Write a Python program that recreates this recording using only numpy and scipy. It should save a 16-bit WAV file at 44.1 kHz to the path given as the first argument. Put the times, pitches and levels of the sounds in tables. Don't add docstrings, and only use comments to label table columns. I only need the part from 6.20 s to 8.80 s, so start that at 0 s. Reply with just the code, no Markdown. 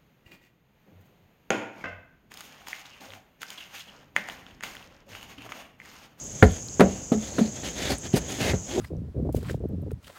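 import sys
import numpy as np
from scipy import signal
from scipy.fft import rfft, irfft
from scipy.io import wavfile

SR = 44100
rng = np.random.default_rng(int(sys.argv[2]) if len(sys.argv) > 2 else 0)


def store_wav(level_fs):
    pcm = np.round(np.clip(np.atleast_2d(level_fs), -1, 1) * 32767)
    wavfile.write(sys.argv[1], SR, pcm.T.astype(np.int16))


N = 114660
T = np.arange(N) / SR
AGE = T[:SR // 2]


# start_s, push_db, push_hz, ring_db, ring_low_hz,
# ring_high_hz, ring_t60_ratio, slap_db, slap_t60_s, smack_db, crush_db
PATS = [(0.2251, 4, 93, 1, 60.6, 1520, 0.58, -15, 0.083, -8.5, -25),
        (0.5956, -24, 192, -3, 217, 1620, 0.17, -17.5, 0.1, -46, -44),
        (0.605, 4.5, 191, -2.5, 198, 1290, 1.04, -9.5, 0.097, -20, -30),
        (0.9182, 0.5, 196, -10, 189, 640, 0.68, -29.5, 0.15, -48, -33.5),
        (1.183, -10.5, 248, -15, 198, 704, 1.04, -24, 0.032, -35, -31),
        (1.1894, -1.5, 200, -18, 130, 450, 0.85, -27.5, 0.095, -58, -45),
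        (1.938, 2, 150, -3.5, 110, 330, 0.32, -53, 0.045, -49, -37),
        (2.211, -13.5, 103, -21, 59.6, 294, 1.03, -58, .09, -55, -52),
        (2.334, -7.5, 103, -14, 50.7, 496, 0.47, -33.5, 0.12, -45, -36.5)]
# freq_hz, relative_db
THUD = [(40, 5), (70, -40), (140, 5), (250, 4), (450, 2.5), (720, 2), (900, -13), (1500, -45), (3000, -42)]
SLAP = [(100, -10), (400, 11.5), (700, 2), (900, -6), (1100, -1), (1350, 2), (2100, -5.5), (2800, -16),
        (5000, -28), (16000, -41)]
SMACK = [(900, -30), (1200, -16), (1380, -1), (1750, 4), (2250, -7.5), (2480, -27), (4000, -38),
         (9000, -60)]
CRUSH = [(1500, -11), (3300, 8), (6000, -3), (9000, -5.5), (12000, -7), (16000, -25)]
CRACK = [(300, 5), (1000, 7.5), (1600, -10), (2300, -5), (3200, -0.5), (5000, -14.5), (9000, -13.5),
         (16000, -26)]
def pats():
    out = np.zeros(N)
    thud, slap, smack, crush, crack = map(noise, (THUD, SLAP, SMACK, CRUSH, CRACK))
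    slap_rise_s = 0.00023
    for (start, push_db, push_hz, ring_db, low_hz, high_hz, t60_ratio,
         slap_db, slap_t60, smack_db, crush_db) in PATS:
        board = board_modes(t60_ratio)
        board += from_db(-7.5) * puff(thud, rise_s=0.00053, t60_s=0.2 * t60_ratio)
        pat = from_db(ring_db) * cut(cut(board, low_hz, "high"), high_hz, "low")
        pat += from_db(push_db) * board_push(push_hz)
        skin = puff(slap, slap_rise_s, slap_t60)
        skin_tail = from_db(-47) * puff(slap, slap_rise_s, t60_s=0.35)
        pat += from_db(slap_db) * (skin + skin_tail)
        pat += from_db(smack_db) * puff(smack, slap_rise_s, t60_s=0.047)
        pat += from_db(crush_db) * puff(crush, rise_s=0.0095, t60_s=0.092)
        add(out, start, pat)
        add(out, start + 0.002, from_db(slap_db + 3) * puff(crack, rise_s=0.00093, t60_s=0.015))
    return out


# pitch_hz, relative_db, base_t60_s
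BOARD_MODES = [(65.5, -20, 0.2), (85, -14.5, 0.32), (132.6, -20, 0.08), (187, -13, 0.22),
               (234.4, -15.5, 0.21), (278, -19, 0.24), (370, -13.5, 0.15), (419.7, -12, 0.15),
               (463, -10, 0.12), (529, -14.5, 0.11), (623, -15, 0.12), (682, -12.5, 0.11),
               (758, -12.5, 0.076), (966, -17, 0.11)]
def board_modes(t60_ratio):
    hz, db, t60 = np.transpose(BOARD_MODES)
    decays = np.exp(-np.log(1000) * AGE / (t60[:, None] * t60_ratio))
    modes = decays * np.sin(2 * np.pi * hz[:, None] * AGE)
    strengths = from_db(db + 1.5 * rng.standard_normal((2, len(hz))))
    polarity = (-1) ** np.arange(len(hz))
    palm, fingers = (strengths * polarity) @ modes
    finger_lag_s = 0.00908
    add(palm, finger_lag_s, from_db(-8) * fingers)
    return palm


def board_push(hz):
    sag_share, sag_s, cycles = 0.35, 0.0048, 5
    pitch = hz * (1 + sag_share * np.exp(-AGE / sag_s))
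    return burst(rise_s=0.0019, t60_s=cycles / hz) * np.sin(2 * np.pi * np.cumsum(pitch) / SR)


# start_s, pitch_hz, relative_db
HUMS = [(0.615, 191.4, -8), (0.949, 215.4, -14), (1.21, 220.2, -11.5)]
def board_hum():
    out = np.zeros(N)
    for start, hz, db in HUMS:
        hum = burst(rise_s=0.0039, t60_s=0.17) * np.sin(2 * np.pi * hz * AGE)
        add(out, start, from_db(db + 2.16) * hum)
    return out * from_db(2.5 * drift(rate_hz=45))


# peak_s, rise_s, fall_s, swish_db, rumble_db, crisp_db, hollow_hz
SWEEPS = [(0.365, 0.22, 0.033, -48, -44.5, -57.5, 3300), (0.71, 0.11, 0.11, -49, -39.5, -62, 2800),
          (1.066, 0.062, 0.03, -45, -41.5, -55, 3410), (1.229, 0.15, 0.064, -46, -37.5, -58.5, 4300),
          (1.375, 0.054, 0.059, -49.5, -43, -62, 3400), (1.45, 0.02, 0.058, -38.5, -36, -49.5, 3120),
          (1.652, 0.083, 0.073, -34.5, -32.5, -47, 3580), (1.714, 0.017, 0.027, -31, -24, -38, 4500),
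          (1.86, 0.031, 0.019, -41.5, -38, -54.5, 3220), (1.939, 0.0094, 0.034, -38.5, -39.5, -48, 3040),
          (1.967, 0.0099, 0.02, -33, -25, -34.5, 4800), (2.02, 0.098, 0.26, -51, -42, -74, 3050),
          (2.113, 0.032, 0.082, -40, -37, -47.5, 3280), (2.226, 0.033, 0.063, -32, -28, -42.5, 2680),
          (2.297, 0.041, 0.024, -30.5, -24.5, -43, 2040), (2.532, 0.051, 0.041, -40.5, -35, -52.5, 3170),
          (2.592, 0.038, .04, -43.5, -27, -52, 3570)]
# freq_hz, relative_db
SWISH = [(200, -34), (700, -10.5), (1150, -5.5), (1800, 3), (2900, -1), (3400, -.5), (3900, -2.5),
         (4700, -2.5), (7000, -8), (10000, -28), (16000, -28)]
RUMBLE = [(30, -20), (60, -2.5), (110, -6), (170, -11.5), (250, -2), (400, -10), (550, -8), (780, -12.5),
          (1100, -24.5), (3000, -54)]
CRISP = [(2000, -50), (5000, 4.5), (8000, 15.5), (11500, 11.5), (16000, 4)]
def carpet_sweeps():
    fibres_per_s = 6000
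    flicks = (rng.random(N) < fibres_per_s / SR) * rng.choice([-1, 1], N)
    flicks = flicks * from_db(np.minimum(rng.exponential(1, N), 5))
    layers = np.array([coloured(flicks, SWISH), noise(RUMBLE), coloured(flicks[::-1], CRISP)])
    power, hollow = np.zeros((3, N)), np.zeros(N)
    for peak, rise, fall, swish_db, rumble_db, crisp_db, hollow_hz in SWEEPS:
        stroke = swell(peak, rise, fall)
        power += (from_db([[swish_db], [rumble_db], [crisp_db]]) * stroke) ** 2
        hollow += from_db(swish_db - 5) * stroke * narrow_noise(hollow_hz, width=0.09)
    friction = (np.sqrt(power) * layers).sum(axis=0)
    flutter = from_db(1.52 * drift(rate_hz=63))
    return (friction + hollow) * flutter


# peak_s, rise_s, fall_s
GROAN = (2.595, .042, .04)
def board_groan():
    return from_db(-23.5) * swell(*GROAN) * narrow_noise(368, width=0.15)


# start_s, pitch_hz, level_db
TICKS = [(0.040, 12100, -39), (0.13, 10300, -46), (0.318, 11000, -35), (0.4775, 12700, -40),
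         (0.485, 5100, -26), (1.261, 4140, -26), (1.477, 10000, -39), (1.5095, 12800, -43),
         (1.784, 8650, -26.5)]
def bracelet():
    out = np.zeros(N)
    for start, hz, db in TICKS:
        link = narrow_noise(hz, width=0.16)
        add(out, start, from_db(db) * puff(link, rise_s=0.0005, t60_s=0.007))
    return out


# freq_hz, relative_db
TRUNK_TAIL = [(50, 11), (200, -1.5), (700, -5), (2000, -9), (8000, -13)]
def trunk_reflections(x):
    tail = puff(noise(TRUNK_TAIL), rise_s=0.0055, t60_s=0.24)
    tail /= np.sqrt(np.sum(tail ** 2))
    return from_db(-17.5) * signal.fftconvolve(x, tail)[:N]


# freq_hz, relative_db
OUTDOOR_RUMBLE = [(25, -26), (40, 2), (60, 2.5), (120, 2.5), (200, -0.5), (300, -6.5), (500, -8),
                  (1000, -19), (2000, -26), (3000, -22.5), (4000, -28.5), (9000, -30), (12000, -37),
                  (16000, -38)]
FAR_HISS = [(3000, -63), (4800, -15.5), (5600, -11.5), (6000, -4.5), (6400, 3), (6750, 3.5), (7050, -3.5),
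            (7400, -2.5), (7900, -12), (8500, -28), (10500, -46)]
# time_s, level_db
HISS_LEVEL = [(0.0, -41), (1.34, -41.5), (1.5, -41), (1.96, -44), (2.6, -41)]
def outdoors():
    hiss_db = np.interp(T, *np.transpose(HISS_LEVEL)) + 1.5 * drift(rate_hz=50)
    return from_db(-42.5) * noise(OUTDOOR_RUMBLE) + from_db(hiss_db) * noise(FAR_HISS)


def from_db(db):
    return 10 ** (np.asarray(db) / 20)


def rms_one(x):
    return x / np.sqrt(np.mean(x ** 2) + 1e-20)


def coloured(x, spectrum):
    hz, db = np.transpose(spectrum)
    bins = np.maximum(np.fft.rfftfreq(N, 1 / SR), 1)
    gain = from_db(np.interp(np.log(bins), np.log(hz), db))
    return rms_one(irfft(rfft(x) * gain, N))


def noise(spectrum):
    return coloured(rng.standard_normal(N), spectrum)


def narrow_noise(hz, width):
    b, a = signal.iirpeak(hz, 1 / (2 * width), fs=SR)
    return rms_one(signal.lfilter(b, a, signal.lfilter(b, a, rng.standard_normal(N))))


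def drift(rate_hz):
    rolloff = 1 + (np.fft.rfftfreq(N, 1 / SR) / rate_hz) ** 2
    return rms_one(irfft(rfft(rng.standard_normal(N)) / rolloff, N))


def cut(x, hz, kind, order=2):
    return signal.sosfilt(signal.butter(order, hz, kind, fs=SR, output="sos"), x + 1e-18)


def burst(rise_s, t60_s):
    return (1 - np.exp(-AGE / rise_s)) * np.exp(-np.log(1000) * AGE / t60_s)


def puff(source, rise_s, t60_s):
    first = rng.integers(N - len(AGE))
    return source[first:first + len(AGE)] * burst(rise_s, t60_s)


def swell(peak_s, rise_s, fall_s):
    width_s = np.where(T < peak_s, rise_s, fall_s)
    return np.exp(-np.minimum(((T - peak_s) / width_s) ** 2, 20))


def add(out, start_s, sound):
    first = int(start_s * SR)
    out[first:first + len(sound)] += sound[:len(out) - first]


def scene():
    hand = pats() + board_hum() + carpet_sweeps() + board_groan() + bracelet()
    return (hand + trunk_reflections(hand) + outdoors())[None]


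def record(dry):
    bass_cut_hz, treble_cut_hz = 52.4, 15800
    clipped = np.clip(cut(dry, bass_cut_hz, "high", order=3), -1, 1)
    steep_lowpass = signal.ellip(10, 0.2, 80, treble_cut_hz, fs=SR, output="sos")
    return signal.sosfilt(steep_lowpass, clipped)


dry = scene()
out = record(dry)
store_wav(out)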